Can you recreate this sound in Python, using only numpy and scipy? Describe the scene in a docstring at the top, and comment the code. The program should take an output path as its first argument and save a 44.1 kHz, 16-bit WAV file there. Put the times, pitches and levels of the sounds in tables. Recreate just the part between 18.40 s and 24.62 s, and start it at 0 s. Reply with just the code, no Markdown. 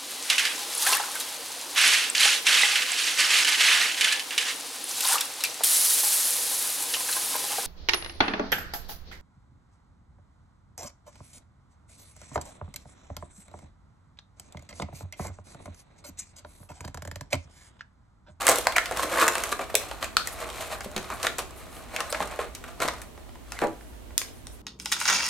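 """Hands pull headphones out of a stiff plastic tray on a table, close by in a small room.
First the thin walls buckle loudly and scrape, while the hands' pressure drives stick-slip rubbing and
small snaps. At 1.8 s a round cover pops off. Snaps and scrapes go on, with soft knocks on the table.
From 4.8 s the freed headphones click at their hinges, and at 5.2 s they knock down hardest.
The last clicks and fingertip strokes die away over room air and a faint low hum."""
import sys
import numpy as np
from scipy import signal
from scipy.fft import rfft, irfft
from scipy.io import wavfile

SR = 44100
rng = np.random.default_rng(int(sys.argv[2]) if len(sys.argv) > 2 else 0)


def put_to_file(sound):
    """Save the sound as 16-bit audio at rate SR, in the file named by the first command-line argument."""
    columns = np.atleast_2d(sound).T  # one column per channel
    safe = np.clip(columns, -1, 1)
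    whole_steps = np.round(safe * 32767)
    wavfile.write(sys.argv[1], SR, whole_steps.astype(np.int16))


N = 274169
TIME = np.arange(N) / SR

# loudest snaps of the tray: t/s, panel level/dB, panel f/Hz, crack level/dB, crack f/Hz
TRAY_SNAPS = [(.0685, 3, 1700, 6, 8350), (.0804, 5, 1970, 1.5, 8050), (0.0893, 5.5, 910, 6, 7200),
              (0.0952, -3.5, 530, 5.5, 8300), (.116, -5, 480, -0.5, 8300), (.1581, -18, 1110, -2.5, 7360),
              (0.185, -6.5, 580, -2, 8500), (.27, 8, 1450, 1, 5740), (0.322, -9, 1750, -13, 4360),
              (.3631, 3, 2110, -5, 8050), (.367, 2.5, 1320, -3, 7300), (0.3825, 9, 1700, -3, 4740),
              (.458, -9, 2170, -8, 4000), (0.5116, -3.5, 700, -14, 8300), (.572, -7, 1530, -6.5, 7300),
              (0.595, -0.5, 1120, -14, 4050), (.8675, -1.5, 730, -8, 7500), (0.88, 5, 1730, 3, 7250),
              (0.8853, 1, 1580, -2, 6860), (.9537, 0, 1440, -6, 6260), (.981, -7.5, 1920, -8.5, 6900),
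              (1.037, -4.5, 1450, -2.5, 7650), (1.1926, -3, 576, -19, 5270), (1.3432, -2.5, 660, -13, 4000),
              (1.353, 0, 2360, 8.5, 7800), (1.513, -8, 846, -15, 3350), (1.6265, -6, 1310, -8.5, 4140),
              (1.6434, -8.5, 1840, -9, 6440), (1.8728, -15, 1880, -4.5, 8360),
              (2.4069, -10, 1260, -14.5, 5200), (2.5638, -7.5, 1770, -5, 4140),
              (2.5782, -10, 1360, -10, 4150), (2.702, -6, 1250, -18, 6300), (2.83, -10, 1570, -4, 5750),
              (2.8684, 3.5, 1640, -1, 4800), (2.9842, -9.5, 1600, -6, 7300), (3.563, -4, 2330, -6.5, 5030),
              (3.605, -2, 1200, -5.5, 5000), (3.7258, -4.5, 940, -4.5, 5130),
              (3.7464, -1.5, 1320, -22, 3990), (3.8044, -1, 860, -16, 4270), (3.9905, -2.5, 660, -22, 8130),
              (4.15, -19.5, 2510, -11.5, 6660), (4.2399, -13, 1280, -22.5, 8100),
              (4.4023, -4, 1230, -12, 6400), (4.4788, -4.5, 784, -8.5, 4800), (4.485, -1, 1440, -5, 4340),
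              (4.617, -19, 1580, -15, 9250)]
# main resonances of the tray: f/Hz, bandwidth/Hz, gain/dB
TRAY_MODES = [(484, 66, 10), (634, 124, 8.5), (1070, 55, -2), (1220, 180, 2), (1410, 240, -2.5)]
# the hands' pressure, as the level of steady rubbing: t/s, level/dB
HAND_PRESSURE = [(0, -33), (.25, -43.5), (1.0, -36.5), (1.26, -48.5), (1.42, -43.5), (1.7, -53),
                 (2.16, -40.5), (2.38, -50), (2.76, -43), (3.08, -50.5), (3.46, -51.5), (3.84, -41),
                 (4.12, -56.5), (4.57, -45.5), (4.72, -62), (5.35, -61.5), (5.65, -69), (6.2, -65)]
# scrapes that build up and let go: peak t/s, wall level/dB, surface level/dB, rise/s, fall/s
WALL_SCRAPES = [(0.096, -20, -26.5, 0.026, 0.04), (.18, -49, -37.5, 0.026, 0.05),
                (.598, -27.5, -32.5, 0.014, 0.013), (.634, -22, -30, .01, 0.01),
                (.73, -30, -36, 0.021, .02), (.824, -15, -27.5, 0.059, .028),
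                (1.127, -20.5, -22.5, 0.0059, 0.0027), (1.211, -30, -43, .006, 0.015),
                (1.3, -37, -47, .004, 0.013), (1.63, -32, -40, 0.013, .016), (1.875, -40, -41, .012, .02),
                (2.02, -33, -43, 0.029, 0.046), (2.214, -35, -41, .035, 0.048),
                (2.33, -31.5, -39, .03, 0.021), (2.445, -37, -40, .003, .012),
                (2.717, -30.5, -47, 0.01, 0.019), (2.849, -23.5, -30, 0.013, 0.012),
                (2.99, -25, -32, 0.0044, 0.011), (3.55, -35.5, -45.5, 0.027, .02),
                (3.598, -29, -43, 0.013, 0.024), (3.748, -33, -46, 0.008, 0.015),
                (3.829, -29.5, -40, 0.021, 0.0059), (3.93, -35, -50, 0.026, 0.022),
                (4.002, -31.5, -43.5, 0.0046, 0.036), (4.29, -42, -53, 0.021, 0.016),
                (4.422, -22.5, -31.5, 0.0078, 0.026), (5.15, -44, -49, 0.034, 0.016),
                (5.24, -36, -44, 0.048, 0.022), (5.885, -55, -47, .004, .01)]
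# spectrum of the rubbed walls: f/Hz, level/dB
WALL_SPECTRUM = [(88, -46), (150, -11.5), (296, -5), (391, -5), (428, -15), (485, -6), (913, 2),
                 (1100, 3.5), (1500, -1.5), (1750, -0.5), (2340, -1.5), (3290, -16), (4270, -6),
                 (4990, -20), (6000, -53), (7800, -71), (13200, -120)]
# spectrum of the surface crackle: f/Hz, level/dB
CRACKLE_SPECTRUM = [(1470, -26.5), (2500, -2.5), (3230, -2), (4080, 0), (4730, -3.5), (8200, -2.5),
                    (14200, -8.5), (14900, -5), (16000, -36)]
# resonances of the whole shell under a hard drag: f/Hz, bandwidth/Hz, gain/dB
SHELL_MODES = [(502, 69, 6.5), (1150, 290, -0.5), (1420, 200, -8)]
# modes of the round cover over an ear cup: f/Hz, level/dB, T60/s
COVER_MODES = [(1350, 0.5, 0.012), (2180, -12.5, 0.0029), (3550, -16, 0.0059), (4300, -8, 0.0064),
               (8270, -18, .004)]
# soft blows of the headphones on table and tray: t/s, level/dB, cut-off f/Hz, chatter duration/s
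BLOWS = [(0.0897, -1, 900, .003), (.53, -10.5, 450, .003), (.645, -8.5, 500, .003), (2.46, -9.5, 493, .003),
         (2.562, -10, 480, .021), (3.806, -7, 805, .015), (4.401, -8.5, 800, .003),
         (4.449, -2.5, 900, .003), (5.2198, 3, 1850, .033)]
# modes of the table top: f/Hz, level/dB, T60/s
TABLE_MODES = [(264, -17, 0.076), (408, 2, .1), (519, 5.5, 0.059), (587, 20, 0.083), (770, -12, 0.082),
               (813, 8.5, .08), (1119, 22, 0.041), (1310, 2, 0.055), (1700, 0, 0.06)]
# clicks of the headphones' hinges and casing: t/s, body level/dB, body f/Hz, crack level/dB
HINGE_CLICKS = [(4.777, -20, 890, -35), (4.892, -22, 840, -40), (4.956, -21, 960, -35),
                (5.121, -11.5, 1560, -10), (5.19, -8, 1740, -15), (5.2173, -5.5, 1520, -16.5),
                (5.271, -28, 1500, -21), (5.41, -24, 1500, -35), (5.707, -25, 1380, -42),
                (5.7792, -13.5, 1550, 7), (5.8164, -9, 1500, -11.5), (6.07, -24.5, 1560, -15.5)]
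# squeaks of plastic on plastic: t/s, first f/Hz, last f/Hz, level/dB, duration/s, overtone gain/dB
PLASTIC_SQUEAKS = [(0.354, 2300, 2350, -30, 0.015, -16), (1.867, 2030, 1940, -40, 0.017, -20),
                   (3.694, 4280, 4400, -40.5, 0.02, 8), (3.704, 4800, 5000, -43.5, 0.022, 2),
                   (5.152, 2010, 2060, -48, 0.048, -22)]
# fingertips brushing smooth plastic: middle t/s, level/dB, half duration/s
FINGER_STROKES = [(1.932, -44, .012), (2.75, -49, 0.019), (3.187, -51.5, 0.028), (3.363, -52, 0.054),
                  (5.445, -63, 0.15), (5.966, -60, 0.053), (6.138, -54.5, 0.029)]
# reverberation of the room: f/Hz, T60/s, level/dB
ROOM_DECAY = [(202, 0.39, 0.5), (554, 0.29, -4), (1400, 0.3, -6.5), (3600, 0.31, -5), (9200, 0.25, -7.5),
              (15000, 0.27, -7.5)]
# spectrum of the room air: f/Hz, level/dB
AIR_SPECTRUM = [(12, -34), (20, -14), (63, -4), (182, -17), (347, -14), (542, -21), (624, -18),
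                (678, -20.5), (1960, -29.5), (2390, -33), (10500, -38.5), (13500, -39), (16000, -35)]
# frequency response of the microphone: f/Hz, gain/dB
MIC_RESPONSE = [(100, 2), (900, 0.5), (1300, -3), (3000, 3.5), (5000, -0.5), (8500, 2.5), (10500, 0.5),
                (13000, 1.5), (15500, -6)]


def tray_snaps(tray_db=-10, ring_at_0db_s=.023, halving_db=18.5, slackest_s=.035):
    """Damped resonance: a harder snap comes from a tauter panel and dies sooner; the tray rings along."""
    events = []
    for s, panel_db, panel_hz, crack_db, crack_hz in TRAY_SNAPS + small_snaps():
        ring_s = min(ring_at_0db_s * 2 ** (-max(panel_db, crack_db) / halving_db), slackest_s)
        events.append((s, panel_db, panel_hz, crack_db, crack_hz, ring_s))
    direct = buckling(events)
    return direct + undb(tray_db) * resonate(direct, TRAY_MODES)


def small_snaps(per_s=13, above_pressure_db=26, spread_db=2.5, spread_octaves=.42):
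    """Elastic instability: the sheet gives way at random times, louder the harder it is pressed."""
    count = int(per_s * N / SR)
    times = rng.uniform(0, TIME[-1], 256)[:count]
    scatter = np.clip(rng.standard_normal((256, 4))[:count].T, -2, 2)
    panel_db, crack_db = pressure_db(times) + above_pressure_db + spread_db * scatter[:2]
    panel_hz, crack_hz = [[1070], [5800]] * 2 ** (spread_octaves * scatter[2:])
    return list(zip(times, panel_db, panel_hz, crack_db - 3.5, crack_hz))


def buckling(events, rise_s=.0003, flutter_db=-1, tail_db=-14, zing_db=-7):
    """Snap-through buckling: a panel flips and rings, waves flutter through it, and the crease cracks."""
    out, t = np.zeros((2, N)), np.arange(4096) / SR
    onset = 1 - np.exp(-t / rise_s)  # the buckle takes a moment to cross the panel
    for s, panel_db, panel_hz, crack_db, crack_hz, ring_s in events:
        slack = ring_s / .011  # a taut panel pops with a clear pitch, a slack one rattles
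        flip = unit_energy(np.sin(2 * np.pi * panel_hz * t) * onset * decay(t, .28 * ring_s))
        waves = stereo_noise(len(t), .1) * onset * decay(t, 1.36 * ring_s)
        flutter = unit_energy(band(waves, panel_hz, .69 * panel_hz))
        panel = flip + undb(flutter_db) * slack * flutter
        panel = unit_energy(cut(cut(panel, 380, "high"), 2500, "low"))
        crack_envelope = onset * (decay(t, .22 * ring_s) + undb(tail_db) * slack * decay(t, ring_s))
        crack = cut(stereo_noise(len(t), .42) * crack_envelope, 1630, "high")
        crack = unit_energy(band(crack, crack_hz, .97 * crack_hz))
        zing = unit_energy(np.sin(2 * np.pi * crack_hz * t) * onset * decay(t, .0018))
        crease = unit_energy(crack + undb(zing_db) * zing / slack)
        add(out, s - rise_s, undb(panel_db) * panel + undb(crack_db) * crease)
    return out


def rubbing(surface_db=-8, firm_db=-42, hard_drag_db=-19, unsteady_db=2):
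    """Stick-slip friction drives the walls into a hollow rasp, while the surface fizzes and ticks."""
    wall = undb(pressure_db(TIME) + unsteady_db * drift(14))
    surface = undb(surface_db) * wall
    catching = np.minimum(surface / undb(firm_db), 1)  # a light touch glides, a firm one catches
    sparse_slips = slips(per_s=80, spread_db=2.6, side=.4, t60=.005)
    ticks = undb(-.5) * surface * catching * unit_rms(colour(sparse_slips, CRACKLE_SPECTRUM))
    for peak_s, hollow_db, bright_db, rise_s, fall_s in WALL_SCRAPES:
        swell = np.exp(-np.abs(TIME - peak_s) / np.where(TIME < peak_s, rise_s, fall_s))
        wall = np.hypot(wall, undb(hollow_db) * swell)
        surface = np.hypot(surface, undb(bright_db) * swell)
    force = colour(slips(per_s=1400, spread_db=1.96, side=.16, t60=.014), WALL_SPECTRUM)
    rasp = unit_rms(force + undb(2) * resonate(force, TRAY_MODES))
    shell = unit_rms(resonate(force, SHELL_MODES))
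    drag = np.minimum(wall / undb(hard_drag_db), 1)  # in a hard drag the shell's resonances take over
    fizz = unit_rms(colour(slips(per_s=980, spread_db=2.8, side=.31, t60=.034), CRACKLE_SPECTRUM))
    return wall * ((1 - drag) * rasp + drag * shell) + surface * fizz + ticks


def slips(per_s, spread_db, side, t60):
    """Shot noise: tiny stick-slip releases of very uneven size, each smeared briefly by the sheet."""
    sizes = undb(spread_db * np.minimum(rng.exponential(size=N), 4.5))
    releases = sizes * (rng.random(N) < per_s / SR)
    energy = signal.lfilter([1], [1, -decay(2 / SR, t60)], releases ** 2)
    return unit_rms(stereo_noise(N, side) * np.sqrt(energy))


def pressure_db(times):
    """Friction grows with load: the hands' pressure as a rubbing level at the given times."""
    return np.interp(times, *np.transpose(HAND_PRESSURE))


def cover_pop(at_s=1.7682, level_db=9.2, rise_s=.00064, rim_db=-4):
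    """Snap-through of a dome: the taut cover flips once with a hollow pop, and its rim crackles."""
    out, t = np.zeros((2, N)), np.arange(2048) / SR
    onset = 1 - np.exp(-t / rise_s)
    dome = 0
    for hz, db, t60 in COVER_MODES:
        mode = np.sin(2 * np.pi * (hz * t + rng.random()))
        dome += undb(db) * unit_energy(mode * onset * decay(t, t60))
    rim = unit_energy(band(stereo_noise(len(t), .85) * onset * decay(t, .01), 2200, 4200))
    add(out, at_s, undb(level_db) * (dome + undb(rim_db) * rim))
    return out


def knocks(thud_db=2, thud_t60=.034):
    """Impact excitation: padded blows thud and ring the table's modes; softer contact sounds duller."""
    out, t = np.zeros((2, N)), np.arange(SR // 4) / SR
    for s, db, cutoff_hz in contacts():
        weights = 1 + .5 * rng.standard_normal(len(TABLE_MODES))  # each spot favours other modes
        ring = sum(weight * undb(mode_db) * np.sin(2 * np.pi * hz * t) * decay(t, t60)
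                   for weight, (hz, mode_db, t60) in zip(weights, TABLE_MODES))
        thud = stereo_noise(len(t), .36) * decay(t, thud_t60)
        thud = cut(cut(thud, 275, "high"), 1380, "low")
        blow = unit_energy(ring) + undb(thud_db) * unit_energy(thud)
        add(out, s, undb(db) * unit_energy(cut(blow, cutoff_hz, "low")))
    return out


def contacts(gap_s=.006, db_per_s=-130, octaves_per_s=-34):
    """Inelastic rebound: a longer blow is a run of contacts, weaker and duller as it settles."""
    return [(s + late, db + db_per_s * late, hz * 2 ** (octaves_per_s * late))
            for s, db, hz, chatter_s in BLOWS for late in np.arange(0, chatter_s, gap_s)]


def hinge_clicks(crack_hz=5400, ring_s=.013):
    """Damped transients: the headphones' stiff parts click like short, dry snaps."""
    return buckling([(s, db, hz, crack_db, crack_hz, ring_s) for s, db, hz, crack_db in HINGE_CLICKS])


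def squeaks(waver=.069, third_db=-7):
    """Self-excited oscillation: slips briefly lock into an unsteady, gliding tone with overtones."""
    out = np.zeros((2, N))
    for s, first_hz, last_hz, db, length_s, overtone_db in PLASTIC_SQUEAKS:
        size = int(length_s * SR)
        hz = np.linspace(first_hz, last_hz, size) * (1 + waver * drift(1040)[:size])
        phase = 2 * np.pi * np.cumsum(hz) / SR
        overtones = np.sin(2 * phase) + undb(third_db) * np.sin(3 * phase)
        tone = np.sin(phase) + undb(overtone_db) * overtones
        add(out, s, undb(db) * unit_rms(tone * np.hanning(size))[None])
    return out


def finger_swishes(centre_hz=10500, width_hz=5500):
    """Sliding friction: skin glides without catching, giving one smooth, high hiss per stroke."""
    strokes = sum(undb(db) * np.exp(-((TIME - s) / half_s) ** 2) for s, db, half_s in FINGER_STROKES)
    return strokes * unit_rms(band(stereo_noise(N, .21), centre_hz, width_hz))


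def room(direct, patterns=18):
    """Reverberation by convolution: the echo pattern keeps changing as the hands move the plastic."""
    out, hop = direct.copy(), N // patterns + 1
    for start in range(0, N, hop):
        add(out, start / SR, signal.fftconvolve(direct[:, start:start + hop], reflections(), axes=1))
    return out


def reflections(first_s=.0025, widening_hz=5000):
    """Diffuse field: noise decays in octave bands, longer in the bass and wider in the treble."""
    t = np.arange(16384) / SR
    hz = np.arange(len(t) // 2 + 1) * SR / len(t)
    centres = 125 * 2. ** np.arange(8)
    onset = np.clip(t / first_s - 1, 0, 1)
    tail = 0
    for centre, weights in zip(centres, np.eye(len(centres))):
        octave = np.sqrt(np.interp(hz, centres, weights))
        noise = stereo_noise(len(t), side=min(.19 + centre / widening_hz, 1))
        noise = irfft(rfft(noise) * octave)
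        envelope = unit_energy(decay(t, lookup(centre, ROOM_DECAY)) * onset)
        tail += undb(lookup(centre, ROOM_DECAY, column=2)) * noise * envelope
    return tail


def background(air_db=-49.5, hum_hz=55.3, hum_db=-54, drone_hz=240.3, drone_db=-63):
    """Noise floor: broadband room air, with narrow noise bands as a wavering hum and a faint drone."""
    air = colour(stereo_noise(N, 1), AIR_SPECTRUM)
    air /= np.sqrt(np.mean(cut(air, 100, "high") ** 2))  # unit rms above 100 Hz
    hum = unit_rms(band(band(stereo_noise(N, .64), hum_hz, 14), hum_hz, 14))
    drone = unit_rms(band(band(stereo_noise(N, .4), drone_hz, 40), drone_hz, 40))
    floor = undb(air_db + .52 * drift(2.76)) * air + undb(hum_db) * hum + undb(drone_db) * drone
    return floor * undb([[-1.3], [1.3]])  # louder on the right


def resonate(x, modes):
    """Modal superposition: a body responds as the sum of its resonances."""
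    return sum(undb(db) * band(x, hz, width_hz) for hz, width_hz, db in modes)


def band(x, hz, width_hz):
    """Second-order resonance with gain 1 at its centre."""
    w = 2 * np.pi * min(hz, SR / 2 - 1000) / SR
    damping = np.sin(w) * width_hz / hz / 2
    return signal.lfilter([damping, 0, -damping], [1 + damping, -2 * np.cos(w), 1 - damping], x)


def cut(x, hz, kind):
    """Second-order low-pass or high-pass filter."""
    return signal.sosfilt(signal.butter(2, hz, kind, fs=SR, output="sos"), x)


def colour(x, spectrum, size=4096):
    """Minimum-phase filter with the given shape: f/Hz, gain/dB."""
    hz = np.arange(size // 2 + 1) * SR / size
    cepstrum = irfft(np.log(undb(lookup(hz, spectrum))))
    cepstrum[1:size // 2] *= 2  # folding the cepstrum makes the filter causal
    cepstrum[size // 2 + 1:] = 0
    impulse_response = irfft(np.exp(rfft(cepstrum)))
    return signal.fftconvolve(x, impulse_response[None], axes=1)[:, :x.shape[1]]


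def lookup(hz, table, column=1):
    """Interpolation on a log-frequency axis."""
    table = np.array(table, float)
    return np.interp(np.log(np.maximum(hz, 1)), np.log(table[:, 0]), table[:, column])


def stereo_noise(size, side):
    """Partial coherence: noise at the two microphone ports, alike at side 0 and unrelated at 1."""
    common, opposed = rng.standard_normal((2, size))
    return np.array([common + side * opposed, common - side * opposed]) / np.hypot(1, side)


def drift(per_s):
    """Continuous random fluctuation with a spread near 1."""
    return np.interp(TIME * per_s, np.arange(2000), rng.standard_normal(2000))


def decay(t, t60):
    """Free exponential decay, by 60 dB in t60 seconds."""
    return np.exp(-np.log(1000) * t / max(t60, 1e-3))


def undb(db):
    """Level to amplitude ratio."""
    return 10 ** (np.asarray(db) / 20)


def unit_rms(x):
    """Normalisation to rms 1."""
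    return x / np.sqrt(np.mean(x ** 2))


def unit_energy(x):
    """Normalisation to energy 1 in each channel."""
    return x / np.sqrt(np.sum(x ** 2, axis=-1, keepdims=True))


def add(out, at_s, sound):
    """Superposition of a sound from a given time on."""
    start = max(int(at_s * SR), 0)
    out[:, start:start + sound.shape[1]] += sound[:, :N - start]


def scene(final_lag_s=.00002):
    """Superposition of handling, echoes and background; the sound reaches the left port slightly first."""
    left, right = (tray_snaps() + hinge_clicks() + cover_pop() + rubbing()
                   + finger_swishes() + squeaks() + knocks())
    lag_s = final_lag_s * (TIME / TIME[-1]) ** 2
    direct = np.array([left, np.interp(TIME - lag_s, TIME, right)])
    return room(direct) * undb([[-.1], [.1]]) + background()


def record(dry):
    """Transduction: the microphone colours the sound, clips at full scale and cuts off above 16 kHz."""
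    clipped = np.clip(colour(dry, MIC_RESPONSE), -1, 1)
    return signal.sosfilt(signal.ellip(8, .2, 70, 16000, fs=SR, output="sos"), clipped)


dry = scene()
out = record(dry)
put_to_file(out)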